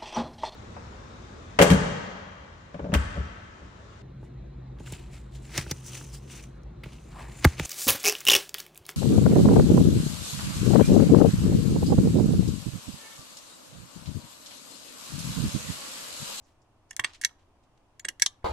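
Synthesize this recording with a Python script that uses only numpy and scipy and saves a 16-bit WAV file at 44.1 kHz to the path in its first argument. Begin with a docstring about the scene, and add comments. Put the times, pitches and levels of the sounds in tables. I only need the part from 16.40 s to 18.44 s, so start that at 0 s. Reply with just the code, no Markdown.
"""Paper rubs faintly over a quiet room's rumble, then a long-reach stapler is pressed twice, close to a stereo pair.
On a craft table each press ticks, punches the staple through folded paper and clinches it; on release the
spring snaps the arm back. Every blow sums decaying modes of steel channel and blade, a gritty noise crack and
a duller noise knock through the table. Noise gives the paper and air; desk and walls answer by convolution."""
import sys
import numpy as np
from scipy import signal
from scipy.fft import rfft, irfft
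from scipy.io import wavfile
from scipy.ndimage import uniform_filter1d

SR = 44100
rng = np.random.default_rng(int(sys.argv[2]) if len(sys.argv) > 2 else 0)


def wrap_up_sound(samples):
    """Save the sound to the file named by the first command line argument, as 16-bit audio."""
    columns = np.atleast_2d(samples).T
    # keep every value between -1 and 1, then stretch to whole-number steps
    tamed = np.clip(columns, -1, 1)
    steps = np.round(tamed * 32767).astype(np.int16)
    wavfile.write(sys.argv[1], SR, steps)


N = 90096
T = np.arange(N) / SR  # seconds

# Blows of the press: take-up, punch, clinch. Each row: start, rise, hold and decay in seconds, ring level in dB,
# crack level in dB, crack centre in Hz, crack width in octaves, knock level in dB, left minus right in dB.
PRESS_BLOWS = [ (0.5077, 0.0026, 0.00078, 0.0023, -42, -43, 8200, 0.51, -56.5, -1),
               (0.529, 0.00075, 0.0015, 0.0063, -52.5, -56, 4900, .9, -69, 2),
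               (0.5652, 0.000035, 0.0002, 0.00044, -48, -20, 7400, 0.54, -54.5, 0.5),
               (0.5660, .0002, 0.00043, 0.0025, -41.5, -38, 6710, 1.85, -72, 6),
               (0.5934, 0.0012, 0.0009, 0.0014, -29.5, -39.5, 2170, 1.3, -35.5, 1),
               (0.5960, 0.00061, 0.0011, 0.0025, -22, -27, 3400, 1.6, -32.5, 1),
               (0.6379, 0.0016, 0.0023, 0.0015, -35, -40, 2715, 1.01, -51, 1.5),
               (0.6438, 0.00053, 0.004, 0.0023, -27, -26, 2679, 1.1, -40.5, -1.5),
               (1.595, 0.00051, 0.0038, 0.0025, -49.5, -47, 6130, 1.3, -80, 3),
               (1.6462, 0.0048, 0.001, 0.002, -29.5, -34, 4895, 0.82, -55.5, 1.5),
               (1.6830, 0.0029, 0.00095, 0.0028, -32, -36, 3000, 1.1, -57, -3.5),
               (1.6860, 0.00043, 0.0025, 0.0017, -32, -28, 6750, 0.62, -52, 0.5)]
# Clicks of the release, with a faint soft swell just before the second loud snap: spring lets go,
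# driver snaps back and rebounds, arm hits its stop. Each row: the same columns and units as the press.
RELEASE_SOUNDS = [ (0.8132, 0.00027, 0.0033, 0.0042, -42, -38, 8220, 1, -67, -1.5),
                  (0.826, .0020, .0020, 0.0034, -47.5, -50, 5985, 0.89, -69, -2),
                  (0.8364, 0.00049, .0008, .0040, -29, -36.5, 5400, 0.52, -60.5, 2),
                  (0.8476, 0.0003, 0.00066, 0.0033, -19, -16, 6074, 0.99, -46.5, -1),
                  (1.797, 0.00016, 0.0014, 0.0053, -41.5, -40, 6230, 1.13, -62.5, -0.5),
                  (1.812, 0.0042, .0020, 0.0018, -44.5, -48, 5680, 0.46, -59.5, 8),
                  (1.821, 0.00058, 0.00086, 0.003, -25, -13.5, 6630, 0.72, -53.5, 0.5),
                  (1.8242, 0.00052, 0.0027, 0.0031, -24.5, -28.5, 5800, 1.23, -43.5, -1),
                  (1.8609, 0.0011, 0.0018, 0.0021, -35.5, -17.5, 5060, 0.62, -37.5, 2)]


def strokes():
    """Pressing and releasing are trains of short sounds of staple, paper and steel, mostly sharp blows."""
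    out = np.zeros((2, N))
    for start, *row in PRESS_BLOWS + RELEASE_SOUNDS:
        add(out, start, blow(*row))
    return out


RING_PAN_DB, KNOCK_PAN_DB = -5.5, 0  # left minus right, before the pan of the whole blow
BLADE_DB = -6  # against the crack


def blow(rise, hold, decay, ring_db, crack_db, centre_hz, octaves, knock_db, pan_db, size=4096):
    """Steel meets staple or steel: channel and blade modes, a gritty crack and a knock through the table."""
    t = T[:size]
    contact = envelope(t, rise, hold, decay) * chatter(t)
    ring = channel_ring(t, rise, hold) * pan(RING_PAN_DB)
    blade = blade_ring(t, rise, hold, decay, centre_hz, octaves)
    crack = contact_crack(contact, centre_hz, octaves)
    steel = undb(ring_db) * ring + undb(crack_db) * (crack + undb(BLADE_DB) * blade)
    # steel stays above 1400 Hz, the knock fills in below
    steel = signal.sosfilt(signal.butter(7, 1400, "high", fs=SR, output="sos"), steel)
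    knock = undb(knock_db) * table_knock(contact) * pan(KNOCK_PAN_DB)
    return (steel + knock) * pan(pan_db)


# Modes of the steel channel. Each row: frequency in Hz, relative level in dB, decay in seconds.
CHANNEL_MODES = [(1633, -7.5, 0.0045), (1728.4, 3, 0.0024), (1894, 0.5, 0.0041), (2032, -4, 0.0045),
                 (2193, -2.5, 0.0033), (2760, -5.5, 0.0035), (3333, -11.5, 0.0075)]


def channel_ring(t, rise, hold):
    """The channel rings in a handful of modes, each dying at its own rate."""
    ring = 0
    for hz, db, decay in CHANNEL_MODES:
        ring = ring + undb(db) * tone(t, scattered(hz)) * envelope(t, rise, hold, decay)
    return ring / np.linalg.norm(undb([mode[1] for mode in CHANNEL_MODES]))


# Bright modes of the driver blade and magazine. Each row: frequency in Hz, relative level in dB.
BLADE_MODES = [(3350, 0), (3900, -1.5), (4530, -4), (5300, -9.5), (5770, -8.5), (6050, -6), (6400, -7.5),
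               (6850, -8.5), (7630, 0.5), (8250, -7.5), (9460, -1), (10100, -6.5), (11600, -8.5)]
BLADE_DECAY_S = 0.003  # longest; a shorter contact shortens it


def blade_ring(t, rise, hold, decay, centre_hz, octaves):
    """Blade and magazine ring brightly, most in the modes near the centre of the crack."""
    weights = undb([db + bump(hz, centre_hz, octaves) for hz, db in BLADE_MODES])
    ring = sum(w * tone(t, scattered(hz)) for w, (hz, _) in zip(weights, BLADE_MODES))
    return ring / np.linalg.norm(weights) * envelope(t, rise, hold, min(BLADE_DECAY_S, decay))


# Colour of the crack. Each row: frequency in Hz, level in dB per Hz.
CRACK_COLOUR = [(300, -33.5), (1200, -16.5), (1600, 1.5), (2200, 5.5), (2550, -7.5), (3300, 2.5),
                (4100, -2.5), (5000, -4), (5900, 0), (7700, -2.5), (9600, -4), (11500, -7.5), (13000, -13),
                (16000, -20)]
CRACK_GRAIN, CRACK_SIDE = 0.092, 0.65  # unevenness of the grains, share of side signal


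def contact_crack(contact, centre_hz, octaves):
    """Tiny rough contacts make a gritty noise that lasts as long as the blow."""
    size = contact.size
    hz = bins(size)
    colour_db = on_log(CRACK_COLOUR, hz) + bump(hz, centre_hz, octaves)
    return contact * grainy(noise(colour_db, CRACK_SIDE, size), CRACK_GRAIN)


# Colour of the knock. Each row: frequency in Hz, level in dB per Hz.
KNOCK_COLOUR = [(30, -22.5), (110, -12.5), (200, -8.5), (480, -13.5), (640, 1.5), (780, 5), (1050, 10.5),
                (1350, 0.5), (2000, -25), (5000, -50)]
KNOCK_SIDE = 0.28  # share of side signal, for the thuds too


def table_knock(contact):
    """The table top passes the blow on as a duller noise."""
    return contact * noise(on_log(KNOCK_COLOUR, bins(contact.size)), KNOCK_SIDE, contact.size)


RATTLE_S, RATTLE_DEPTH = 0.0007, 0.47  # step of the micro-impacts, spread of their log strength


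def chatter(t):
    """Uneven strength of the micro-impacts that make up a blow."""
    strength = np.exp(RATTLE_DEPTH * np.clip(wander(t, RATTLE_S), -2, 2))
    return strength / np.sqrt(np.mean(strength ** 2))


# Single modes of staple, spring, channel or table top that one blow excites strongly.
# Each row: start in seconds, frequency in Hz, level in dB, decay in seconds.
STRONG_MODES = [(0.510, 1776, -41, 0.0039), (0.508, 6730, -40, 0.003), (0.510, 5560, -39, 0.0013),
                (0.512, 2890, -42, 0.002), (0.5952, 1812, -21, 0.0033), (0.597, 3230, -31, 0.0025),
                (0.597, 7960, -31, .002), (0.645, 8170, -25, 0.0029), (0.645, 2754, -25.5, 0.0044),
                (0.645, 2154, -23, 0.0026), (0.647, 3350, -31.5, 0.0037), (0.648, 4594, -29.5, .0035),
                (0.645, 1202, -34, .004), (0.734, 3286, -55, 0.0047), (0.848, 5964, -15, 0.0029),
                (0.848, 2206, -21.5, .004), (0.849, 3820, -28, .003), (1.597, 6920, -44.5, 0.0066),
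                (1.649, 1714, -29.5, 0.0038), (1.652, 8050, -26.5, 0.0022), (1.687, 2850, -25, 0.0027),
                (1.687, 2004, -29.5, 0.0037), (1.688, 7020, -40.5, 0.0053), (1.8205, 5740, -10, 0.0023),
                (1.822, 2198, -19, 0.0047), (1.822, 1637, -33, 0.0062), (1.862, 3147, -31, 0.0079),
                (1.862, 3316, -32, 0.0051), (1.862, 3620, -35.5, 0.01), (1.86, 5735, -25, 0.0021),
                (1.862, 6610, -38.5, 0.011), (1.862, 1188, -36.5, .003), (1.862, 670, -46, 0.0039)]
PING_RISE_S, PING_BUZZ_RAD, PING_BUZZ_S = 0.00038, 0.804, 0.0037  # rise, phase wander, step of the wander


def pings(size=8192):
    """Strong single modes ring out; loose parts make them buzz by a wandering phase."""
    out, t = np.zeros((2, N)), T[:size]
    for start, hz, db, decay in STRONG_MODES:
        buzz = PING_BUZZ_RAD * wander(t, PING_BUZZ_S)
        add(out, start, undb(db) * tone(t, hz, buzz) * envelope(t, PING_RISE_S, 0, decay))
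    return out


# The table gives under the punches and clinches.
# Each row: start in seconds, boom level in dB, boom frequency in Hz, boom decay in seconds, thud level in dB.
TABLE_THUMPS = [(0.596, -39, 109.8, 0.0095, -53), (0.644, -55.5, 122, .008, -55),
                (1.649, -46, 109.6, 0.0046, -49), (1.689, -59, 132.9, 0.0037, -53.5)]
THUD_HZ, THUD_OCTAVES, THUD_RISE_S, THUD_DECAY_S = 256, 1, 0.003, 0.015


def thumps(size=8192):
    """The table gives with a short low sine boom and a dull noise thud."""
    out, t = np.zeros((2, N)), T[:size]
    for start, boom_db, hz, decay, thud_db in TABLE_THUMPS:
        boom = np.sin(2 * np.pi * hz * t) * envelope(t, 0, 0, decay)
        thud = noise(bump(bins(size), THUD_HZ, THUD_OCTAVES), KNOCK_SIDE, size)
        thud = thud * envelope(t, THUD_RISE_S, 0, THUD_DECAY_S)
        add(out, start, undb(boom_db) * boom + undb(thud_db) * thud)
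    return out


# Paper rubbing and settling. Each row: start, rise and decay in seconds, level in dB, centre in Hz,
# width in octaves.
PAPER_RUBS = [(0.012, 0.035, 0.027, -71, 6000, 0.34), (0.045, 0.028, 0.044, -67, 4700, 3.8),
              (0.119, 0.0022, 0.005, -75, 4800, 0.39), (0.216, 0.0022, 0.0098, -69.5, 6100, 0.41),
              (0.487, 0.019, 0.0027, -67, 5800, 0.37), (0.650, 0.0073, 0.05, -51, 2840, 1.08),
              (0.7345, 0.00026, 0.005, -49.5, 3900, 0.9), (0.739, 0.0077, 0.017, -51, 3760, 0.96),
              (0.892, 0.0013, 0.0039, -50.5, 2210, 1.1), (0.908, 0.002, 0.0055, -55.5, 980, 0.37),
              (0.98, 0.012, 0.036, -70, 3024, 1.1), (1.225, 0.014, .015, -72, 5050, .9),
              (1.375, 0.0023, 0.0041, -65, 4080, 1.05), (2.025, 0.0068, 0.027, -63, 1774, 0.28)]
# Colour of paper. Each row: frequency in Hz, level in dB per Hz.
PAPER_COLOUR = [(500, 8), (8000, -3.5), (10500, -10.5), (15000, -19)]
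RUSTLE_GRAIN = 0.45  # unevenness of the grains
SCUFF_S, SCUFF_DB = 0.005, 1.7  # step and spread of the level as the paper catches and slips


def paper(size=16384):
    """The folded sheets rub under the hand and the jaw: grainy noise that catches and slips."""
    out, t, hz = np.zeros((2, N)), T[:size], bins(size)
    for start, rise, decay, db, centre_hz, octaves in PAPER_RUBS:
        rub = grainy(noise(0 * hz, CRACK_SIDE, size), RUSTLE_GRAIN)
        colour = undb(on_log(PAPER_COLOUR, hz) + bump(hz, centre_hz, octaves))
        rub = irfft(rfft(rub) * colour)
        scuffs = undb(SCUFF_DB * wander(t, SCUFF_S))
        add(out, start, undb(db) * rub / rub.std() * scuffs * envelope(t, rise, 0, decay))
    return out


DESK_DB, DESK_DECAY_S, DESK_SIDE = -14, 0.009, 0.35


def desk_scatter(t):
    """The cluttered desk around the stapler scatters sound back quickly."""
    early = envelope(t, 0.0031, 0, DESK_DECAY_S)
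    return undb(DESK_DB) * noise(0 * bins(t.size), DESK_SIDE, t.size) * early / np.linalg.norm(early)


# Reflections of the walls. Each row: frequency in Hz, level in dB.
WALL_LEVEL = [(200, -14.5), (1000, -9.5), (2000, -32), (3500, -27.5), (7000, -33), (14000, -26)]
# How long the walls ring. Each row: frequency in Hz, time to fall by 60 dB in seconds.
WALL_T60 = [(200, .32), (2000, .3), (7000, .24), (14000, .19)]
ROOM_DELAY_S, WALL_SIDE = 0.003, 0.85  # silence before the tail (it then fades in over as long), side share


def wall_tail(t):
    """The walls return a short diffuse tail whose decay differs from octave to octave."""
    hz = bins(t.size)
    edges = np.r_[0, 250 * 2 ** np.arange(7), SR]  # band limits in Hz
    white = rfft(noise(0 * hz, WALL_SIDE, t.size))
    coloured = white * undb(on_log(WALL_LEVEL, hz))
    tail = 0
    for lo, hi in zip(edges[:-1], edges[1:]):
        t60 = on_log(WALL_T60, hi / np.sqrt(2))
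        fade = undb(-60 * t / t60) * np.clip(t / ROOM_DELAY_S - 1, 0, 1)
        band = irfft(coloured * (hz >= lo) * (hz < hi))
        tail = tail + band * fade / np.linalg.norm(fade)
    return tail


def room(x, size=16384):
    """Desk scatter and wall tail answer every near sound by convolution."""
    t = T[:size]
    return signal.fftconvolve(x, wall_tail(t) + desk_scatter(t), axes=1)[:, :N]


# Colour of the room air. Each row: frequency in Hz, level in dB per Hz.
AIR_COLOUR = [(20, 1.5), (50, -4.5), (75, 0), (120, -1.5), (160, -14), (300, -8), (480, -15.5),
              (650, -11.5), (1050, -14), (1400, -22), (1900, -28), (2800, -29), (4000, -35.5), (6000, -36),
              (10000, -42), (16000, -57.5)]
# Width of the room air. Each row: frequency in Hz, side against middle in dB.
AIR_WIDTH = [(30, -20.5), (125, -16), (300, -8.5), (1000, -8), (3000, 1.5), (12000, 0)]
# Faint steady tones. 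Each row: frequency in Hz, level in dB.
FAINT_TONES = [(716, -86.5), (8995, -96), (14411, -100)]
AIR_DB = -63.5


def air():
    """Steady rumble and hiss of the room, as coloured noise, with a few faint tones."""
    hz = bins(N)
    hiss = undb(AIR_DB) * noise(on_log(AIR_COLOUR, hz), undb(on_log(AIR_WIDTH, hz)), N)
    return hiss + sum(undb(db) * tone(T, f) for f, db in FAINT_TONES)


RING_SPREAD_RAD, RING_SPREAD_HZ = 0.54, 3500  # phase offset of each side, and the frequency it holds at


def tone(t, hz, buzz=0):
    """One mode, rms 1, out of step at the two microphones, more so the higher it is, up to a limit."""
    spread = min(RING_SPREAD_RAD * np.sqrt(hz / RING_SPREAD_HZ), np.pi / 5)
    phase = 2 * np.pi * rng.random() + spread * rng.choice([-1, 1]) * np.array([[1], [-1]])
    return np.sqrt(2) * np.sin(2 * np.pi * hz * t + phase + buzz)


MODE_SCATTER = 0.006  # spread as a share of the frequency


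def scattered(hz):
    """A mode lands at a slightly different pitch in each blow."""
    return hz * (1 + MODE_SCATTER * rng.standard_normal())


def noise(db, side, size):
    """Stereo noise of rms 1 with the given spectrum and share of side signal."""
    mid, wide = np.exp(2j * np.pi * rng.random((2, len(db)))) * undb(db)
    x = irfft(np.array([mid + side * wide, mid - side * wide]), size)
    return x / x.std()


def grainy(x, grain):
    """Break a noise into tiny contacts of uneven strength, 8 samples each and smoothed."""
    size = x.shape[1]
    strength = np.repeat(np.exp(grain * rng.standard_normal(size)), 8)[:size]
    strength = uniform_filter1d(strength, 8)
    return x * strength / np.sqrt(np.mean(strength ** 2))


def envelope(t, rise, hold, decay):
    """Straight rise, hold, exponential decay, in seconds."""
    fall = np.exp(-np.maximum(t - rise - hold, 0) / max(decay, 1 / SR))
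    return np.clip(t / max(rise, 1 / SR), 0, 1) * fall


def wander(t, step_s, count=1024):
    """Random values a step apart, joined by straight lines."""
    return np.interp(t / max(step_s, 1 / SR), np.arange(count), rng.standard_normal(count))


def bump(hz, centre_hz, octaves):
    """A broad spectral hill in dB, its power down to 1/e one width from the centre."""
    return -10 * np.log10(np.e) * (np.log2(hz / centre_hz) / octaves) ** 2


def pan(db):
    """Left and right gains for a level difference in dB."""
    return undb(np.array([[db], [-db]]) / 2)


def undb(db):
    """Decibels to gain."""
    return 10 ** (np.asarray(db) / 20)


def on_log(points, hz):
    """Read a table of (Hz, value) on a log-frequency axis."""
    p = np.array(points, float)
    return np.interp(np.log(hz), np.log(p[:, 0]), p[:, 1])


def bins(size):
    """Frequencies of a spectrum in Hz, kept above zero for the logarithms."""
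    return np.maximum(np.fft.rfftfreq(size, 1 / SR), 1)


def add(out, start, x):
    """Mix a sound in at its time."""
    i = int(start * SR)
    out[:, i:i + x.shape[1]] += x[:, :N - i]


def scene():
    """Stapler and paper close by, their reflections, and the air of the room."""
    near = strokes() + pings() + thumps() + paper()
    return near + room(near) + air()


OVERLOAD, TOP_HZ = 1.5, 16000  # ceiling of the rounding (full scale is 1), top of the passband


def record(dry):
    """The recorder rounds the loudest snaps and cuts the top."""
    rounded = OVERLOAD * np.tanh(dry / OVERLOAD)
    return signal.sosfilt(signal.ellip(8, 0.2, 70, TOP_HZ, fs=SR, output="sos"), rounded)


dry = scene()
out = record(dry)
wrap_up_sound(out)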